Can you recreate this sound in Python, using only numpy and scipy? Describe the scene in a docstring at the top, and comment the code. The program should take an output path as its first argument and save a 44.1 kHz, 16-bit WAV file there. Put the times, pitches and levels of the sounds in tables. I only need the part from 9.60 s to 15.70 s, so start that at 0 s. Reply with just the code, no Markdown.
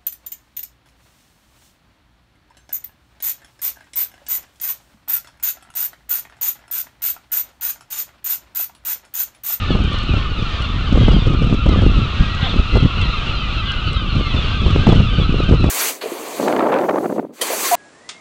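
"""Choppy, rocky shore: a gull colony yelps, shrieks, mews and squawks over a distant chorus, in gusty wind.
Near calls are harmonic stacks on arched, sagging or straight pitch glides; all but squawks have a bounce.
The chorus is 420 overlapping yelps; coloured noise is the wash of small waves and blur of the farthest gulls.
Wind is shaped noise (rumble, flutter) plus pressure pulses and snaps; its hardest peaks overload the microphone.
Short noise bursts make a few faint ticks close by; a faint electronic whine sits on top."""
import sys
import numpy as np
from scipy import signal
from scipy.fft import rfft, irfft, next_fast_len
from scipy.io import wavfile
from scipy.ndimage import uniform_filter1d, map_coordinates

SR = 44100
rng = np.random.default_rng(int(sys.argv[2]) if len(sys.argv) > 2 else 0)


def waveform_to_disk(signal):
    """Save audio, clipped to [-1, 1], as 16-bit WAV at the path in sys.argv[1]."""
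    frames = np.transpose(np.atleast_2d(signal))
    scaled = np.clip(frames, -1, 1) * 32767
    samples = np.round(scaled).astype(np.int16)
    wavfile.write(sys.argv[1], SR, samples)


N = 268965  # samples


def amp(db):
    """Decibels to gain."""
    return 10 ** (np.asarray(db) / 20)


def unit(x):
    """Scale to rms 1."""
    return x / np.sqrt(np.mean(x ** 2) + 1e-20)


def along(points, hz):
    """Interpolate (Hz, value) points on a log frequency axis."""
    point_hz, values = np.transpose(points)
    return np.interp(np.log(hz + 1), np.log(point_hz + 1), values)


def curves(rows):
    """One value per sample for each column after the time."""
    times_s, *columns = np.transpose(rows)
    return [np.interp(np.arange(N) / SR, times_s, column) for column in columns]


def wobble(rate_hz, size=N):
    """Smooth random curve through rate_hz random knots a second."""
    knots = rng.standard_normal(int(size * rate_hz / SR) + 4)
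    return map_coordinates(knots, [np.arange(size) * rate_hz / SR])


def filtered(x, response):
    """Apply a gain that is a function of frequency."""
    size = next_fast_len(N + SR // 2)
    return irfft(rfft(x, size) * response(np.fft.rfftfreq(size, 1 / SR)), size)[:N]


def noise(spectrum):
    """Coloured noise of rms 1."""
    return unit(filtered(rng.standard_normal(N), lambda hz: amp(along(spectrum, hz))))


def evened(x, span_s):
    """Divide out the running rms over span_s, so strength holds steady."""
    power = uniform_filter1d(x ** 2, max(int(span_s * SR), 8))
    return x / np.sqrt(np.abs(power) + 1e-6)


def add(track, start_s, sound):
    """Mix a sound into the track in place, cropped at both ends."""
    start = int(start_s * SR)
    part = sound[max(-start, 0):max(N - start, 0)]
    track[max(start, 0):][:len(part)] += part


def cry(length_s, start_hz, middle_hz, end_hz, harmonics_db, jitter, flutter_db):
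    """One syrinx note on a quadratic pitch glide; pitch trembles, turbulent air shakes each harmonic."""
    u = np.linspace(0, 1, max(int(length_s * SR), 64))
    glide_hz = np.polyval(np.polyfit([0, .5, 1], [start_hz, middle_hz, end_hz], 2), u)
    phase = 2 * np.pi * np.cumsum(glide_hz * (1 + jitter * wobble(258, len(u)))) / SR
    swell = np.abs(np.sin(np.pi * u)) ** 0.16
    partials = [amp(db + flutter_db * wobble(70, len(u))) * np.sin(k * phase)
                for k, db in enumerate(harmonics_db, 1)]
    return np.sqrt(2) * swell * sum(partials)


BOUNCE_MEAN_S, BOUNCE_DB = .012, -10


def note(length_s, hz, fall, arch, harmonics_db):
    """Near gull's note plus one bounce off water or rock, which beats against the gliding pitch."""
    start_hz, end_hz = hz * (1 - arch + fall / 2), hz * (1 - arch - fall / 2)
    direct = cry(length_s, start_hz, hz, end_hz, harmonics_db, jitter=.009, flutter_db=3)
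    lag = int(SR * BOUNCE_MEAN_S * (.5 + rng.random()))
    return np.pad(direct, (0, lag)) + amp(BOUNCE_DB) * np.pad(direct, (lag, 0))


CALL_TRIM_DB = 1  # on yelps, long calls and shrieks
UPPER_STEP_DB = -22.5  # harmonics 4 and 5, each relative to the one below


def harmonic_calls(calls, arch):
    """Syrinx notes with three given harmonics and two weaker ones above."""
    out = np.zeros(N)
    for start_s, length_s, hz, fall, *levels_db in calls:
        third_db = levels_db[-1]
        levels_db = np.r_[levels_db, third_db + UPPER_STEP_DB, third_db + 2 * UPPER_STEP_DB]
        add(out, start_s, note(length_s, hz, fall, arch, levels_db + CALL_TRIM_DB))
    return out


# short, mostly falling yelps, plus the low tone of the hoarse squawk at 2.83 s
# and one high falling mew with a strong second harmonic at 4.6 s; levels before trims:
# (time [s], length [s], mid pitch [Hz], fall [share of pitch], harmonic 1 [dB], 2 [dB], 3 [dB])
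YELP_CALLS = [(0.01, 0.055, 1208, 0.097, -38, -40, -48.0), (0.1, 0.054, 1445, 0.16, -56, -36, -43),
              (0.24, 0.035, 1214, 0.096, -50.0, -36.5, -44),
              (0.245, 0.04, 1570, 0.055, -59.0, -38.5, -59.0),
              (0.315, 0.047, 1175, 0.032, -34.0, -44.5, -53.0), (0.315, 0.045, 1384, 0.08, -43, -48, -43),
              (0.355, 0.035, 1483, 0.076, -38, -38, -50.5), (0.398, 0.043, 1430, 0.12, -53.0, -34.5, -44),
              (0.485, 0.062, 1270, 0.13, -48, -35.5, -43), (0.535, 0.06, 1357, 0.061, -37.5, -38, -51),
              (0.645, 0.04, 1215, 0.1, -34.5, -44, -50), (0.7, 0.05, 1422, 0.16, -48, -39, -45),
              (0.845, 0.053, 1339, 0.116, -33, -44, -47), (0.93, 0.079, 1227, 0.092, -38, -43, -41),
              (1.02, 0.049, 1415, 0.088, -37, -34, -42), (1.035, 0.037, 1168, 0.074, -37, -47, -40),
              (1.185, 0.064, 1348, 0.085, -38.5, -40, -47), (1.275, 0.028, 1140, 0.097, -35.5, -58, -55.5),
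              (1.395, 0.06, 1280, 0.02, -45, -43, -43), (1.41, 0.052, 1493, 0.03, -46, -36, -51),
              (1.49, 0.029, 1246, 0.15, -31.5, -39, -43), (1.61, 0.035, 1216, 0.07, -46, -44, -46),
              (1.665, 0.082, 1256, 0.07, -37, -40, -50), (1.735, 0.05, 1350, 0.064, -37.0, -44, -54.0),
              (1.775, 0.059, 1193, 0.065, -37.5, -41, -44), (1.82, 0.025, 1520, 0.073, -45.5, -37.5, -60),
              (1.98, 0.067, 1360, 0.074, -38, -37.5, -54.0), (2.085, 0.068, 1266, 0.17, -31, -46, -42),
              (2.255, 0.064, 1370, 0.14, -48.5, -37.0, -51), (2.3, 0.085, 1334, 0.086, -36, -48, -46),
              (2.4, 0.056, 1328, 0.082, -38.0, -39, -43.5), (2.455, 0.052, 1206, 0.106, -35.5, -46, -48.0),
              (2.535, 0.052, 1410, 0.15, -45, -37.0, -57.5), (2.705, 0.059, 1360, 0.05, -36.5, -40, -42.0),
              (2.83, 0.062, 732, 0.28, -35, -47, -46.0), (2.865, 0.035, 1420, 0.035, -44, -48, -40),
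              (2.97, 0.055, 1432, 0.12, -37.5, -36.0, -49.0), (3.095, 0.07, 1333, 0.14, -38, -37, -46),
              (3.11, 0.089, 1372, 0.06, -42, -39.0, -40.0), (3.205, 0.059, 1523, 0.091, -58, -37, -56),
              (3.31, 0.05, 1374, 0.022, -39, -37, -49.5), (3.375, 0.053, 1394, 0.13, -36.5, -31, -42),
              (3.425, 0.077, 1380, 0.092, -41.5, -35, -39.5), (3.485, 0.06, 1401, 0.089, -41.5, -36.0, -46),
              (3.5, 0.056, 1283, 0.12, -32.5, -41, -36), (3.53, 0.033, 1087, 0.089, -41, -37.0, -41.5),
              (3.545, 0.045, 1365, 0.055, -44, -46, -39), (3.605, 0.04, 1583, 0.022, -52, -44, -56.5),
              (3.655, 0.065, 1377, 0.144, -42.0, -33, -51.0), (3.7, 0.085, 1390, 0.07, -38, -39, -41),
              (3.945, 0.076, 1354, 0.131, -41, -32, -40.5), (3.995, 0.043, 1260, 0.09, -37, -41, -47.0),
              (4.055, 0.08, 1470, -0.014, -46, -33, -57.5), (4.155, 0.056, 1460, 0.005, -39, -36.5, -59.5),
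              (4.25, 0.046, 1504, 0.005, -55.5, -35.5, -47),
              (4.265, 0.047, 1360, 0.066, -38.5, -31.5, -37.5), (4.345, 0.037, 1298, 0.023, -31, -37, -40),
              (4.475, 0.052, 1578, 0.096, -57, -38, -63), (4.525, 0.05, 1374, 0.062, -39, -42, -40),
              (4.605, 0.11, 2115, 0.115, -40.5, -42, -62), (4.645, 0.09, 1322, 0.05, -38, -38, -44),
              (4.84, 0.06, 1435, 0.153, -43.0, -35.5, -45.0), (4.89, 0.079, 1334, 0.065, -46, -36.5, -48),
              (5.035, 0.06, 1598, 0.094, -57, -38, -62), (5.05, 0.033, 1410, 0.132, -49, -36, -40.5),
              (5.08, 0.037, 1247, 0.076, -34, -49, -58.0), (5.355, 0.05, 1489, 0.042, -41.5, -34.5, -52.0),
              (5.42, 0.055, 1370, 0.085, -39, -36.5, -42), (5.555, 0.047, 1492, 0.044, -39.5, -35, -44),
              (5.62, 0.05, 1334, 0.018, -36, -43, -41), (5.74, 0.07, 1370, 0.058, -37, -35.5, -43),
              (5.785, 0.068, 1276, 0.15, -35.5, -41, -38.5), (5.97, 0.08, 1327, 0.098, -36.5, -36, -38.5)]
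CALL_ARCH = .014  # mid-note bulge above a straight glide [share of pitch]; also for mews


def yelps():
    """Syrinx notes whose pitch bulges slightly midway: yelps, one low squawk tone and one high mew."""
    return harmonic_calls(YELP_CALLS, CALL_ARCH)


# arched long-call notes; levels before trims:
# (time [s], length [s], mid pitch [Hz], fall [share of pitch], harmonic 1 [dB], 2 [dB], 3 [dB])
LONG_CALL_NOTES = [(0.91, 0.078, 1590, 0.064, -49, -40.5, -49),
                   (1.255, 0.066, 1557, 0.047, -49, -36.5, -56), (1.4, 0.12, 1581, 0.16, -45.0, -34, -59),
                   (1.51, 0.08, 1608, 0.061, -58.0, -36.5, -46),
                   (2.16, 0.052, 1620, 0.00024, -44.0, -37.0, -60.5),
                   (2.58, 0.11, 1629, 0.00084, -40.0, -46, -50), (3.75, 0.11, 1560, 0.12, -56, -34.5, -49),
                   (4.06, 0.1, 1595, 0.04, -37.5, -37, -56.0), (4.87, 0.11, 1566, -0.005, -39, -38.5, -57),
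                   (5.19, 0.088, 1585, -0.028, -39.5, -47.0, -56),
                   (5.49, 0.089, 1556, 0.048, -40, -35, -52),
                   (5.835, 0.075, 1565, 0.053, -41.5, -34.5, -60)]
LONG_CALL_ARCH = 0.045  # [share of pitch]


def long_calls():
    """Series of syrinx notes that rise to mid-note and fall again."""
    return harmonic_calls(LONG_CALL_NOTES, LONG_CALL_ARCH)


# shrill shrieks; levels before trims:
# (time [s], length [s], mid pitch [Hz], fall [share of pitch], level [dB])
SHRIEK_CALLS = [(0.021, 0.028, 1234, 0.098, -42), (0.076, 0.073, 1148, 0.145, -36),
                (0.373, 0.031, 1099, 0.096, -36.5), (0.783, 0.048, 1163, 0.098, -34.5),
                (1.05, 0.069, 1166, 0.013, -38.5), (1.47, 0.031, 1123, 0.002, -40),
                (1.514, 0.024, 1116, 0.054, -34), (1.595, 0.072, 1143, 0.115, -34.5),
                (2.65, 0.024, 1164, 0.056, -37), (2.894, 0.035, 1139, 0.144, -31),
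                (3.173, 0.042, 1078, 0.12, -33), (3.416, 0.046, 1091, 0.16, -30),
                (4.058, 0.03, 1150, 0.11, -32), (4.097, 0.022, 1111, 0.094, -31.5),
                (4.341, 0.075, 1231, 0.137, -36), (4.694, 0.028, 1121, 0.048, -33.5),
                (4.755, 0.051, 1174, 0.064, -34), (4.975, 0.04, 1154, 0.125, -35.5),
                (5.08, 0.028, 1163, 0.018, -38), (5.288, 0.038, 1144, 0.052, -32),
                (5.46, 0.036, 1164, 0.086, -35), (5.598, 0.049, 1124, 0.12, -31)]
# harmonics 1-4, the third carries the cry: (level [dB re shriek level])
SHRIEK_PARTIALS_DB = [-8.5, -15, 0.5, -18.5]
SHRIEK_SCOOP = 0.012  # mid-note sag below a straight glide [share of pitch]


def shrieks():
    """Third-harmonic-heavy notes on a pitch glide that sags midway."""
    out = np.zeros(N)
    for start_s, length_s, hz, fall, level_db in SHRIEK_CALLS:
        levels_db = level_db + CALL_TRIM_DB + np.array(SHRIEK_PARTIALS_DB)
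        add(out, start_s, note(length_s, hz, fall, -SHRIEK_SCOOP, levels_db))
    return out


# high, nearly level mews and one drawn-out wail; levels before trims:
# (time [s], length [s], mid pitch [Hz], fall [share of pitch], level [dB])
MEW_CALLS = [(0.0, 0.15, 1760, 0.044, -44.5), (0.277, 0.16, 1813, 0.044, -44.5),
             (0.57, 0.13, 1810, 0.058, -46.5), (0.84, 0.145, 1830, 0.059, -45.0),
             (1.123, 0.125, 1840, 0.063, -45), (1.382, 0.13, 2070, 0.009, -43),
             (2.15, 0.053, 1750, 0.066, -44), (2.479, 0.4, 1912, -0.058, -43.0),
             (2.764, 0.1, 1595, -0.017, -38), (3.105, 0.17, 2022, 0.05, -43),
             (3.388, 0.11, 2080, 0.06, -43), (3.82, 0.059, 2014, 0.039, -43),
             (4.019, 0.16, 2058, -0.034, -41.5), (4.292, 0.11, 2072, 0.033, -41.5)]
MEW_TRIM_DB, MEW_SECOND_HARMONIC_DB = 1.2, -8.5  # second harmonic re first


def mews():
    """Nearly pure tones: a fundamental and a weaker second harmonic."""
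    out = np.zeros(N)
    for start_s, length_s, hz, fall, level_db in MEW_CALLS:
        first_db = level_db + MEW_TRIM_DB
        levels_db = [first_db, first_db + MEW_SECOND_HARMONIC_DB]
        add(out, start_s, note(length_s, hz, fall, CALL_ARCH, levels_db))
    return out


# hoarse squawks, far below the usual pitch; levels before formant and trim:
# (time [s], length [s], start pitch [Hz], end pitch [Hz], level [dB])
SQUAWK_CALLS = [(1.398, 0.13, 298, 270.4, -51), (2.809, 0.078, 277.2, 249, -35)]
# resonance of the wide-open bill: (frequency [Hz], gain [dB])
OPEN_BILL = [(300, -17.5), (700, -9), (1300, -6.5), (2000, -8), (2700, -15.5), (3200, -2), (3600, 4.5),
             (3950, -5), (4400, -19), (5500, -32.5)]


def squawks(harmonic_count=20):
    """Syrinx drops into a slow rattle whose close harmonics fill the bill resonance."""
    out = np.zeros(N)
    for start_s, length_s, start_hz, end_hz, level_db in SQUAWK_CALLS:
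        middle_hz = (start_hz + end_hz) / 2
        levels_db = level_db + along(OPEN_BILL, middle_hz * np.arange(1, harmonic_count + 1))
        squawk = cry(length_s, start_hz, middle_hz, end_hz, levels_db, jitter=.018, flutter_db=4.5)
        add(out, start_s, squawk)
    return out


# echo off the shore: (frequency [Hz], t60 [s])
SHORE_DECAY = [(500, 0.91), (3000, 1), (8000, 0.36)]


def shore(x):
    """Diffuse echo from rocks and water: unit-energy noise tail, treble dies first."""
    hz, t, bins = signal.stft(rng.standard_normal(SR), SR, nperseg=256)
    decay = amp(-60 * t / along(SHORE_DECAY, hz)[:, None])
    tail = signal.istft(bins * decay, SR, nperseg=256)[1]
    return signal.fftconvolve(x, tail / np.linalg.norm(tail))[:N]


# far gull's throat resonance: (frequency [Hz], gain [dB])
FAR_THROAT = [(900, -6), (1100, 3.5), (1300, 5), (1450, 1.5), (1700, -18.5), (2050, 4.5), (2250, -7.5),
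              (2400, -3.5), (2700, 7), (3200, 5), (3700, -4), (4150, 0.5), (4500, -12), (5500, -28),
              (8000, -38.5)]


def far_gulls(count=420):
    """Overlapping four-harmonic yelps, each dropping in pitch."""
    out = np.zeros(N)
    starts_s = (np.arange(count) + rng.random(count)) / count * (N / SR + .1) - .1
    traits = rng.standard_normal((count, 4))
    for start_s, (pitch, stretch, drop, loudness) in zip(starts_s, traits):
        hz = 1305 * np.exp(.112 * pitch)
        levels_db = along(FAR_THROAT, hz * np.arange(1, 5)) + 1.2 * loudness
        length_s = .07 * np.exp(.25 * stretch)
        fall = np.exp(-.07 + .035 * drop)  # end pitch / mid pitch
        yelp = cry(length_s, hz * fall ** (-1 / 2), hz, hz * fall, levels_db, jitter=.009, flutter_db=3)
        add(out, start_s, yelp)
    return out


# distant chorus; levels before trims: (time [s], fundamentals [dB], overtones [dB])
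CHORUS_LEVELS = [(0, -33, -32.5), (.4, -33, -29.5), (1.1, -33.5, -34), (1.9, -34, -31.5), (2.6, -31.5, -31),
                 (3.5, -31, -29), (4.6, -31.5, -28.5), (5.4, -32, -29), (6.1, -32.5, -32)]
CHORUS_TRIM_DB, OVERTONE_TRIM_DB = -1.46, -3


def colony():
    """Far chorus blurred by the shore, split near 1900 Hz into bands that follow their own levels."""
    voices = far_gulls()
    voices = voices + amp(-5.5) * shore(voices)
    fundamentals = filtered(voices, lambda hz: 1 / (1 + (hz / 1900) ** 12))
    overtones = voices - fundamentals
    level_db, overtone_db = curves(CHORUS_LEVELS)
    low = amp(level_db + CHORUS_TRIM_DB) * evened(fundamentals, 0.13)
    return low + amp(overtone_db + OVERTONE_TRIM_DB) * evened(overtones, 0.11)


GUST_ATTACK_S, GUST_RELEASE_S, GUST_SAG_DB_PER_S = 0.016, 0.013, 4


def gust(start_s, length_s):
    """Gust envelope: quick linear rise, slow sag, exponential release."""
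    t = np.maximum(np.arange(N) / SR - start_s, 0)
    rise = np.minimum(t / GUST_ATTACK_S, 1)
    release = np.exp(-np.maximum(t - length_s, 0) / GUST_RELEASE_S)
    return rise * amp(-GUST_SAG_DB_PER_S * t) * release


# wind between gusts, before trims: (time [s], rumble strength [dB])
STEADY_WIND = [(0, -19), (.9, -19.5), (1.75, -13.5), (2.6, -19.5), (3.5, -19), (4.35, -20), (5.2, -14.5),
               (6.1, -13.5)]
BREEZE_FLUTTER_DB = -8.5  # re breeze rumble
# gusts, before trims: (time [s], length [s], rumble [dB], flutter [dB])
WIND_GUSTS = [(0.083, 0.19, -14.5, -18.5), (0.296, 0.057, -20, -18), (0.481, 0.1, -14, -20.5),
              (0.773, 0.076, -26, -18.5), (1.307, 0.28, -10.5, -14), (1.648, 0.087, -30, -14.5),
              (1.798, 0.15, -21, -15), (2.044, 0.23, -12, -14.5), (2.237, 0.16, -10.5, -22.5),
              (2.586, 0.038, -8.5, -20.5), (2.921, 0.098, -22, -17.5), (3.12, 0.068, -11.5, -12.5),
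              (3.204, 0.057, -12, -13), (3.361, 0.14, -14.5, -21.5), (4.25, 0.28, -18, -23),
              (4.528, 0.077, -15, -14.5), (4.728, 0.052, -20, -18.5), (5.011, 0.21, -13.5, -15.5),
              (5.27, 0.085, -12, -9.5), (5.348, 0.071, -11, -14.5), (5.574, 0.038, -14, -12.5),
              (5.704, 0.29, -28, -16.5), (5.882, 0.063, -8, -10.5), (5.999, 0.087, -13, -14.5)]


def wind_strength():
    """Rumble and flutter levels in dB: gusts add their power to the breeze."""
    breeze_db, = curves(STEADY_WIND)
    power = amp(np.array([breeze_db, breeze_db + BREEZE_FLUTTER_DB])) ** 2
    for start_s, length_s, rumble_db, flutter_db in WIND_GUSTS:
        power += np.outer(amp([rumble_db, flutter_db]), gust(start_s, length_s)) ** 2
    return 10 * np.log10(power)


# slow pressure swings: (frequency [Hz], relative density [dB])
RUMBLE_SPECTRUM = [(8, -15.5), (20, 0.5), (33, 1), (60, 0), (100, -4), (150, -15.5), (250, -20.5),
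                   (500, -42.5), (1500, -75)]
# ragged flutter: (frequency [Hz], relative density [dB])
FLUTTER_SPECTRUM = [(50, -14.5), (110, 3.5), (170, 0), (300, -8.5), (500, -16.5), (900, -34), (2000, -52),
                    (5000, -42.5), (8000, -57)]


def wind(hardening_db_per_db=0.099, unrest_db=1):
    """Slow pressure swings carry a ragged flutter, harsher the harder it blows."""
    rumble_db, flutter_db = wind_strength() + unrest_db * wobble(16)
    rumble = amp(rumble_db - 1.5) * evened(noise(RUMBLE_SPECTRUM), 0.089)
    flutter = evened(noise(FLUTTER_SPECTRUM) * amp(7.2 * wobble(110)), .05)
    harsh = filtered(flutter, lambda hz: hz ** 4 / (hz ** 4 + 450 ** 4))
    # faster air sheds smaller eddies: the upper part grows faster than the rest
    harsh_gain = amp(hardening_db_per_db * (flutter_db + 20.0))
    return rumble + amp(flutter_db - 3.5) * (flutter - harsh + harsh_gain * harsh)


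# hardest eddies striking the microphone; levels before trims:
# (time [s], kick peak [dB], kick width [s], crackle [dB])
EDDY_KICKS = [(.107, -6, 0.0011, -18), (.153, -2.5, 0.0019, -14), (.206, -10, 0.0014, -31),
              (.494, -10, 0.001, -26), (.541, -7, 0.0028, -22.5), (1.359, -11.5, 0.0013, -17),
              (1.376, -7, 0.0016, -18), (1.416, 0, 0.0024, -16.5), (1.484, -6.5, 0.0013, -12.5),
              (1.547, -3.5, 0.0017, -25), (1.567, -0.5, 0.0012, -21), (1.749, -8, 0.0011, -26),
              (1.821, -3.5, 0.0015, -21), (1.928, -1, 0.0014, -18.5), (2.066, -15, 0.0008, -13.5),
              (2.094, -10.5, 0.001, -18), (2.115, -9, 0.001, -22), (2.161, -8.5, 0.0007, -26),
              (2.192, -4, 0.002, -21), (2.222, -11.5, .0007, -20), (2.239, -11, 0.00096, -26),
              (2.265, 1, 0.00095, -22), (2.298, -10, 0.0014, -26), (2.39, -2.5, 0.0016, -37),
              (2.61, -3, 0.0017, -39), (2.832, -6, 0.002, -32), (2.995, 0.5, 0.005, -17.5),
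              (3.158, -4, 0.0022, -11), (3.171, -5.5, 0.00064, -14.5), (3.228, -4.5, .0018, -27),
              (3.251, 0.5, .0017, -24), (3.258, -3.5, .0012, -22), (3.392, -7, 0.0033, -34),
              (4.569, -4, 0.0024, -37), (4.595, -19, 0.0012, -33), (4.611, -11.5, 0.00077, -36),
              (5.064, -5.5, 0.00076, -22), (5.162, -5, 0.00084, -17.5), (5.271, -3, 0.00099, -8),
              (5.28, 4.5, 0.0017, -24), (5.298, -1, 0.0011, -12), (5.327, -2, 0.00077, -9),
              (5.403, 0, 0.0019, -17.5), (5.599, -10.5, 0.00072, -20), (5.695, -4, 0.0015, -23),
              (5.744, -4.5, 0.00081, -23), (5.804, -6, 0.00082, -22), (5.913, 1, 0.0012, -18),
              (5.926, 0.5, 0.0013, -12.5), (5.938, -4, 0.00072, -21), (6.043, -0.5, 0.0014, -11),
              (6.089, -13, 0.00095, -20)]
# torn air: (frequency [Hz], relative density [dB])
CRACKLE_SPECTRUM = [(150, -22), (350, 2.5), (600, 0.5), (1000, -10.5), (2000, -22.5), (8000, -44.5)]


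def eddies(front=0.84, kick_db=-1, crackle_db=-3, crackle_rise_s=.0015, crackle_fall_s=0.007):
    """Eddy thumps: suction, steep push, suction, with a crackle of torn air peaking before the crest."""
    out, crackle_level = np.zeros(N), np.zeros(N)
    t = np.arange(-SR // 50, SR // 50) / SR
    for time_s, peak_db, width_s, torn_db in EDDY_KICKS:
        u = t / (width_s * np.where(t < 0, front, 1))  # rise shorter than fall
        kick = (1 - u ** 2) * np.exp(-u ** 2 / 2)
        add(out, time_s + t[0], amp(peak_db + kick_db) * kick)
        since_front = t + width_s
        burst = np.exp(np.minimum(since_front / crackle_rise_s, -since_front / crackle_fall_s))
        add(crackle_level, time_s + t[0], amp(torn_db + crackle_db) * burst)
    return out + crackle_level * evened(noise(CRACKLE_SPECTRUM), 0.0091)


# sharp snaps of air at the microphone port: (time [s], level [dB])
PORT_SNAPS = [(.19, -18), (.345, -21), (1.355, -17), (1.3756, -12), (1.4837, -6.5), (2.942, -16.5),
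              (5.1615, -14), (5.2695, -4.5), (5.274, -8), (5.291, -13), (5.309, -18), (5.322, -12),
              (5.331, -13), (5.632, -26), (5.924, -15)]


def snaps(front_s=0.00013, fall_s=0.00082):
    """Air tears off the port edge: a steep pressure step that relaxes at once."""
    out, t = np.zeros(N), np.arange(-SR // 100, SR // 100) / SR
    for time_s, level_db in PORT_SNAPS:
        add(out, time_s + t[0], amp(level_db) * np.tanh(t / front_s) / np.cosh(t / fall_s))
    return out


# faint ticks close by: (time [s], level [dB before trim and filter])
NEAR_TICKS = [(0.239, -35), (0.332, -38), (0.387, -32), (0.4329, -35), (1.0223, -34), (1.8451, -36),
              (2.749, -33), (3.415, -29.5), (4.119, -31), (4.3316, -31)]


def ticks(t60_s=0.0097, dull_hz=6500):
    """Tiny dry clicks: fast-decaying noise, band-limited."""
    out, t = np.zeros(N), np.arange(SR // 100) / SR
    for time_s, level_db in NEAR_TICKS:
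        add(out, time_s, amp(level_db + 11 - 60 * t / t60_s) * rng.standard_normal(len(t)))
    return filtered(out, lambda hz: hz ** 2 / (hz ** 2 + 1800 ** 2) / (1 + (hz / dull_hz) ** 2))


# steady wash: small waves and, near 3500 Hz, the blur of the farthest gulls:
# (frequency [Hz], relative density [dB])
WASH_SPECTRUM = [(100, -11.5), (400, -1.5), (900, -3), (1800, -6), (3500, 0.5), (5000, -16.5),
                 (6500, -22.5), (8300, -33.5), (10000, -69.5)]


def sea_and_gull_blur():
    """Steady wash of small waves and the farthest gulls' blur: coloured noise with slight level drift."""
    level_db = -33.5 + 1.1 * wobble(2.0) + 1.5 * wobble(8.4)
    return amp(level_db) * noise(WASH_SPECTRUM)


NEAR_TRIM_DB, NEAR_ECHO_DB = -0.22, -15


def scene():
    """Near gulls with shore echo, chorus, steady wash, ticks, and wind at the microphone."""
    gulls = amp(NEAR_TRIM_DB) * (yelps() + long_calls() + shrieks() + mews() + squawks())
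    birds = gulls + amp(NEAR_ECHO_DB) * shore(gulls) + colony()
    air = wind() + eddies() + snaps()
    return (birds + air + ticks() + sea_and_gull_blur())[None]


# faint electronic whine, level before its wobble: (frequency [Hz], level [dB])
ELECTRONIC_WHINE = [(9647, -83), (11025, -77.5)]
TOP_HZ, LIMIT_HZ = 8900, 15760  # steep treble roll-off; final cutoff


def record(dry):
    """Overload rounds off the strongest peaks; the camera is dull at the top and whines faintly."""
    clipped = dry[0] / (1 + np.abs(dry[0]) ** 10) ** (1 / 10)
    dull = filtered(clipped, lambda hz: 1 / np.sqrt(1 + (hz / TOP_HZ) ** 60))
    t = np.arange(N) / SR
    whine = sum(np.sqrt(2) * amp(level_db + wobble(15)) * np.sin(2 * np.pi * hz * t)
                for hz, level_db in ELECTRONIC_WHINE)
    return filtered(dull + whine, lambda hz: hz < LIMIT_HZ)[None]


dry = scene()
out = record(dry)
waveform_to_disk(out)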